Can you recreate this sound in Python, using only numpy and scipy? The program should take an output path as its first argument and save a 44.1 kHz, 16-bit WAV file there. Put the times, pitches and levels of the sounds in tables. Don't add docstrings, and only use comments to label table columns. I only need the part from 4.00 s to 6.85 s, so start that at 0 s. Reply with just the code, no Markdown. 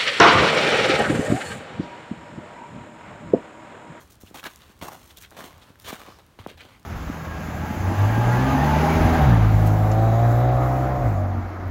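import sys
import numpy as np
from scipy import signal
from scipy.fft import rfft, irfft, next_fast_len
from scipy.io import wavfile
from scipy.ndimage import map_coordinates

SR = 44100
rng = np.random.default_rng(int(sys.argv[2]) if len(sys.argv) > 2 else 0)


def master(y):
    cut = np.clip(np.atleast_2d(y).T, -1, 1)
    pcm = np.round(cut * 32767)
    wavfile.write(sys.argv[1], SR, pcm.astype(np.int16))


N = 125685
TIME = np.arange(N) / SR

# frequency in Hz, relative level in dB.
CLICK_SPECTRUM = [(200, -30), (1500, -12), (3300, 0), (6000, 0), (10000, -2), (16000, -3)]


def amp(db):
    return 10 ** (np.asarray(db) / 20)


def rms(x):
    return np.sqrt(np.mean(x ** 2) + 1e-20)


def unit(x):
    return x / rms(x)


def add(track, start_s, x):
    i = max(0, round(start_s * SR))
    track[i:i + len(x)] += x[:max(0, N - i)]


def wobble(per_s):
    return map_coordinates(rng.standard_normal(4096), [TIME * per_s], mode="wrap")


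def colour(x, spectrum):
    size = 4096
    hz, db = np.transpose(spectrum)
    gain = amp(np.interp(np.log(np.fft.rfftfreq(size, 1 / SR) + 1), np.log(hz), db))
    cepstrum = irfft(np.log(gain))
    cepstrum[1:size // 2] *= 2
    cepstrum[size // 2 + 1:] = 0
    response = irfft(np.exp(rfft(cepstrum)))
    return signal.fftconvolve(x, response / np.linalg.norm(response))[:len(x)]


def resonate(x, hz, q, low_hz):
    size = next_fast_len(len(x) + 4096)
    s = 1j * np.fft.rfftfreq(size, 1 / SR)
    low_pass = 1 / (1 + s / (hz * q) + (s / hz) ** 2)
    bass_cut = (s / (s + low_hz)) ** 2
    return irfft(rfft(x, size) * low_pass * bass_cut, size)[:len(x)]


def grains(per_s=6000, spread_db=5):
    happens = rng.random(N) < per_s / SR
    polarity = np.sign(rng.standard_normal(N))
    strength = amp(spread_db * np.clip(rng.standard_normal(N), -2, 2))
    return unit(happens * polarity * strength)


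def decay(t, t60_s):
    return amp(-60 * t / t60_s)


def impact(t, rise_s, t60_s):
    shape = (1 - np.exp(-t / rise_s)) * decay(t, t60_s)
    return shape / shape.max()


def outdoors():
    # frequency in Hz, relative spectral density in dB.
    air_spectrum = [(20, -30), (50, 3), (90, 1), (230, -3), (450, -9.5), (750, -11), (1150, -10),
                    (2000, -18), (3700, -20), (5000, -24.5), (9000, -28.5), (16000, -31)]
    air = colour(rng.standard_normal(N), air_spectrum) * amp(-57 + 1.2 * wobble(per_s=12))
    rumble = unit(resonate(rng.standard_normal(N), hz=80, q=3, low_hz=60))
    return air + rumble * amp(-61 + 1.8 * wobble(per_s=14))


def crunches():
    # start, rise and hold in seconds,
    # fade in seconds per 20 dB, body level in dB, body pitch in Hz, grit level and fizz level in dB.
    presses = [ (.0, .003, .02, .07, -55, 1300, -63, -57), (.098, .005, .023, .03, -67, 1200, -65, -56),
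               (.201, .011, .004, .035, -64, 1200, -60, -51), (.232, .035, .025, .05, -63, 1400, -62, -59),
               (.341, .005, .013, .05, -42, 900, -47, -46), (.363, .012, .023, .035, -53, 1100, -48, -50),
               (.427, .014, .033, .025, -43, 1300, -43, -48), (.448, .009, .012, .018, -35, 1500, -42, -46),
               (.478, .01, .02, .19, -58, 1300, -58, -56), (.592, .015, .025, .2, -65, 1200, -59, -64),
               (.685, .01, .025, .02, -66, 1200, -63, -63), (.812, .002, .009, .022, -40, 900, -42, -48),
               (.823, .006, .03, .07, -39, 930, -49, -46), (.878, .003, .007, .009, -34, 950, -49, -44),
               (.895, .028, .015, .09, -45, 1050, -53, -50), (.97, .06, .07, .1, -65, 1100, -62, -58),
               (1.093, .01, .01, .02, -60, 1400, -56, -62), (1.168, .004, .014, .025, -58, 700, -57, -52),
               (1.2, .015, .017, .04, -64, 1300, -55, -48), (1.227, .005, .02, .025, -56, 1900, -49, -62),
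               (1.311, .007, .036, .05, -52, 750, -59, -66), (1.36, .008, .052, .06, -43, 1000, -49, -51),
               (1.436, .005, .028, .06, -48, 750, -49, -50), (1.47, .02, .03, .25, -54, 1100, -61, -65),
               (1.608, .017, .008, .04, -63, 1000, -58, -66), (1.66, .02, .025, .04, -60, 1200, -61, -74),
               (1.785, .012, .03, .04, -72, 1200, -62, -58), (1.838, .012, .018, .03, -50, 700, -47, -50),
               (1.86, .028, .01, .06, -39, 1050, -39, -41), (1.926, .003, .014, .07, -44, 1300, -45, -48),
               (1.96, .035, .025, .22, -50, 1150, -53, -56), (2.05, .018, .03, .08, -48, 1100, -56, -64),
               (2.185, .003, .005, .045, -54, 900, -58, -66), (2.388, .002, .014, .04, -50, 1300, -51, -60),
               (2.428, .014, .01, .03, -58, 1300, -57, -70), (2.47, .022, .012, .05, -48, 500, -48, -59),
               (2.573, .002, .008, .08, -58, 700, -52, -62), (2.594, .014, .005, .028, -53, 2200, -45, -63),
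               (2.6, .035, .02, .11, -53, 650, -55, -64), (2.678, .012, .025, .1, -58, 1100, -59, -68), ]
    # frequency in Hz, relative level in dB.
    grit_spectrum = [(100, -45), (800, -17), (1400, -1), (2100, -1), (3600, -1), (4400, -6), (5200, -14),
                     (16000, -40)]
    # frequency in Hz, relative level in dB.
    fizz_through_mic = [(100, -40), (2500, -18), (4300, -2), (4900, -5), (5600, 2), (7000, 2), (7600, -3),
                        (9000, 0), (10400, -5), (12000, -1), (16000, -2)]
    pack_below_body_db, bounce_share = 8.5, .3
    clumps = amp(2.7 * wobble(per_s=380))
    breaks = clumps * grains()
    pack = resonate(clumps * grains(), hz=340, q=1.3, low_hz=130)
    grit = colour(clumps * grains(), grit_spectrum)
    fizz = colour(clumps * grains(per_s=14000, spread_db=4.5), fizz_through_mic)
    out, t = np.zeros(N), TIME[:SR // 2]
    for start, rise, hold, fade, body_db, hz, grit_db, fizz_db in presses:
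        shape = np.minimum(t / rise, 1) * amp(-20 * np.maximum(t - rise - hold, 0) / fade)
        patch = rng.integers(N - len(t)) + np.arange(len(t))
        body = resonate(breaks[patch], hz, q=1.6, low_hz=.22 * hz)
        bounce_lag = round(rng.uniform(.0004, .002) * SR)
        layers = [(body, body_db), (pack[patch], body_db - pack_below_body_db),
                  (grit[patch], grit_db), (fizz[patch], fizz_db)]
        for layer, db in layers:
            bounced = layer + bounce_share * np.roll(layer, bounce_lag)
            add(out, start, amp(db) * unit(bounced * shape) * rms(shape))
    return out


def slush():
    snow_ends_s, fade_s = 1.55, .3
    crackle = colour(grains(per_s=500, spread_db=7), CLICK_SPECTRUM)
    patches = amp(2.5 * wobble(per_s=35))
    on_snow = np.clip(1 - (TIME - snow_ends_s) / fade_s, 0, 1)
    return amp(-67) * unit(crackle * patches) * on_snow


def yard_scatter(x):
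    t = TIME[:SR // 2]
    tail = resonate(rng.standard_normal(len(t)), hz=5000, q=.6, low_hz=100)
    tail *= impact(t, rise_s=.006, t60_s=.3)
    return signal.fftconvolve(x, tail / np.linalg.norm(tail))[:N]


def sole_slaps():
    # start in seconds, peak level in dB, starting pitch in Hz.
    slaps = [(.2355, -34, 500), (.3115, -36, 650), (.699, -43, 500), (.8255, -35, 500), (1.4165, -37, 700),
             (1.4415, -35, 600), (1.703, -41, 600), (1.928, -24, 1000), (2.0855, -33, 1100),
             (2.3888, -36, 1400), (2.4634, -22.3, 1500)]
    end_hz, glide_s = 170, .0012
    out, t = np.zeros(N), TIME[:SR // 4]
    shape = impact(t, rise_s=.0004, t60_s=.024)
    for start, db, start_hz in slaps:
        pitch = end_hz + (start_hz - end_hz) * np.exp(-t / glide_s)
        add(out, start, -amp(db) * shape * np.sin(2 * np.pi * np.cumsum(pitch) / SR))
    return out


def heel_thuds():
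    # start in seconds, peak level in dB.
    thuds = [(.237, -41), (.817, -38), (1.035, -46), (1.565, -47), (1.85, -43), (1.885, -44), (2.397, -36),
             (2.465, -47), (2.553, -46), (2.59, -46)]
    out, t = np.zeros(N), TIME[:SR // 4]
    shape = impact(t, rise_s=.004, t60_s=.08)
    for start, db in thuds:
        hz = 88 * (1 + .08 * rng.standard_normal())
        add(out, start, amp(db) * shape * np.sin(2 * np.pi * hz * t))
    return out


def rasps():
    # time of the peak and width in seconds, level in dB, pitch in Hz.
    slides = [(.278, .006, -52, 2900), (.625, .012, -58, 3600), (1.11, .005, -53, 3400),
              (1.176, .007, -50, 3400), (1.628, .008, -55, 3500), (1.873, .014, -42, 3300),
              (2.12, .06, -63, 5300), (2.498, .012, -50, 2300), (2.745, .02, -58, 2200)]
    out, t = np.zeros(N), TIME[:SR // 2] - .25
    slips = grains()
    for peak_s, width, db, hz in slides:
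        shape = np.exp(-.5 * (t / width) ** 2)
        patch = rng.integers(N - len(t)) + np.arange(len(t))
        band = signal.lfilter(*signal.iirpeak(hz, Q=5, fs=SR), slips[patch])
        add(out, peak_s + t[0], amp(db) * unit(band * shape) * rms(shape))
    return out


def crust_snaps():
    # start in seconds, level in dB, pitch in Hz.
    snaps = [(.396, -30, 2600), (.4305, -28, 1500), (.4585, -25, 1500), (.467, -25, 1700),
             (1.407, -28, 1700), (1.529, -40, 2000), (1.315, -39, 1500), (1.757, -40, 1700),
             (1.9065, -24, 1100), (1.946, -26, 1500), (1.997, -35, 1400), (2.0172, -27, 1200),
             (2.188, -37, 800), (2.608, -34, 2400)]
    out, t = np.zeros(N), TIME[:SR // 20]
    for start, db, hz in snaps:
        ring = np.sin(2 * np.pi * hz * t)
        crack = amp(-12) * rng.standard_normal(len(t))
        add(out, start, amp(db) * decay(t, t60_s=.006) * (ring + crack))
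    return out


def claw_ticks():
    # start in seconds, peak level of the click in dB.
    ticks = [(.5595, -32), (.577, -42), (.59, -44), (.607, -43), (1.043, -39), (1.112, -39), (1.172, -28),
             (1.185, -37), (1.308, -44), (1.58, -42), (1.635, -43), (1.7995, -33), (1.821, -38),
             (2.265, -45), (2.473, -36), (2.797, -47), (2.83, -46)]
    out, t = np.zeros(N), TIME[:SR // 20]
    for start, db in ticks:
        click = colour(rng.standard_normal(len(t)) * decay(t, t60_s=.0045), CLICK_SPECTRUM)
        ring_hz = rng.uniform(3000, 7000)
        ring = amp(-13) * np.sin(2 * np.pi * ring_hz * t) * decay(t, t60_s=.012)
        add(out, start, amp(db) * (click / np.abs(click).max() + ring))
    return out


def scene():
    steps = crunches() + rasps() + sole_slaps() + heel_thuds() + crust_snaps() + claw_ticks() + slush()
    return (steps + amp(-22) * yard_scatter(steps) + outdoors())[None]


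def record(dry):
    top_hz = 15900
    size = next_fast_len(N + SR // 2)
    in_band = np.fft.rfftfreq(size, 1 / SR) < top_hz
    return irfft(rfft(dry, size) * in_band, size)[:, :N]


dry = scene()
out = record(dry)
master(out)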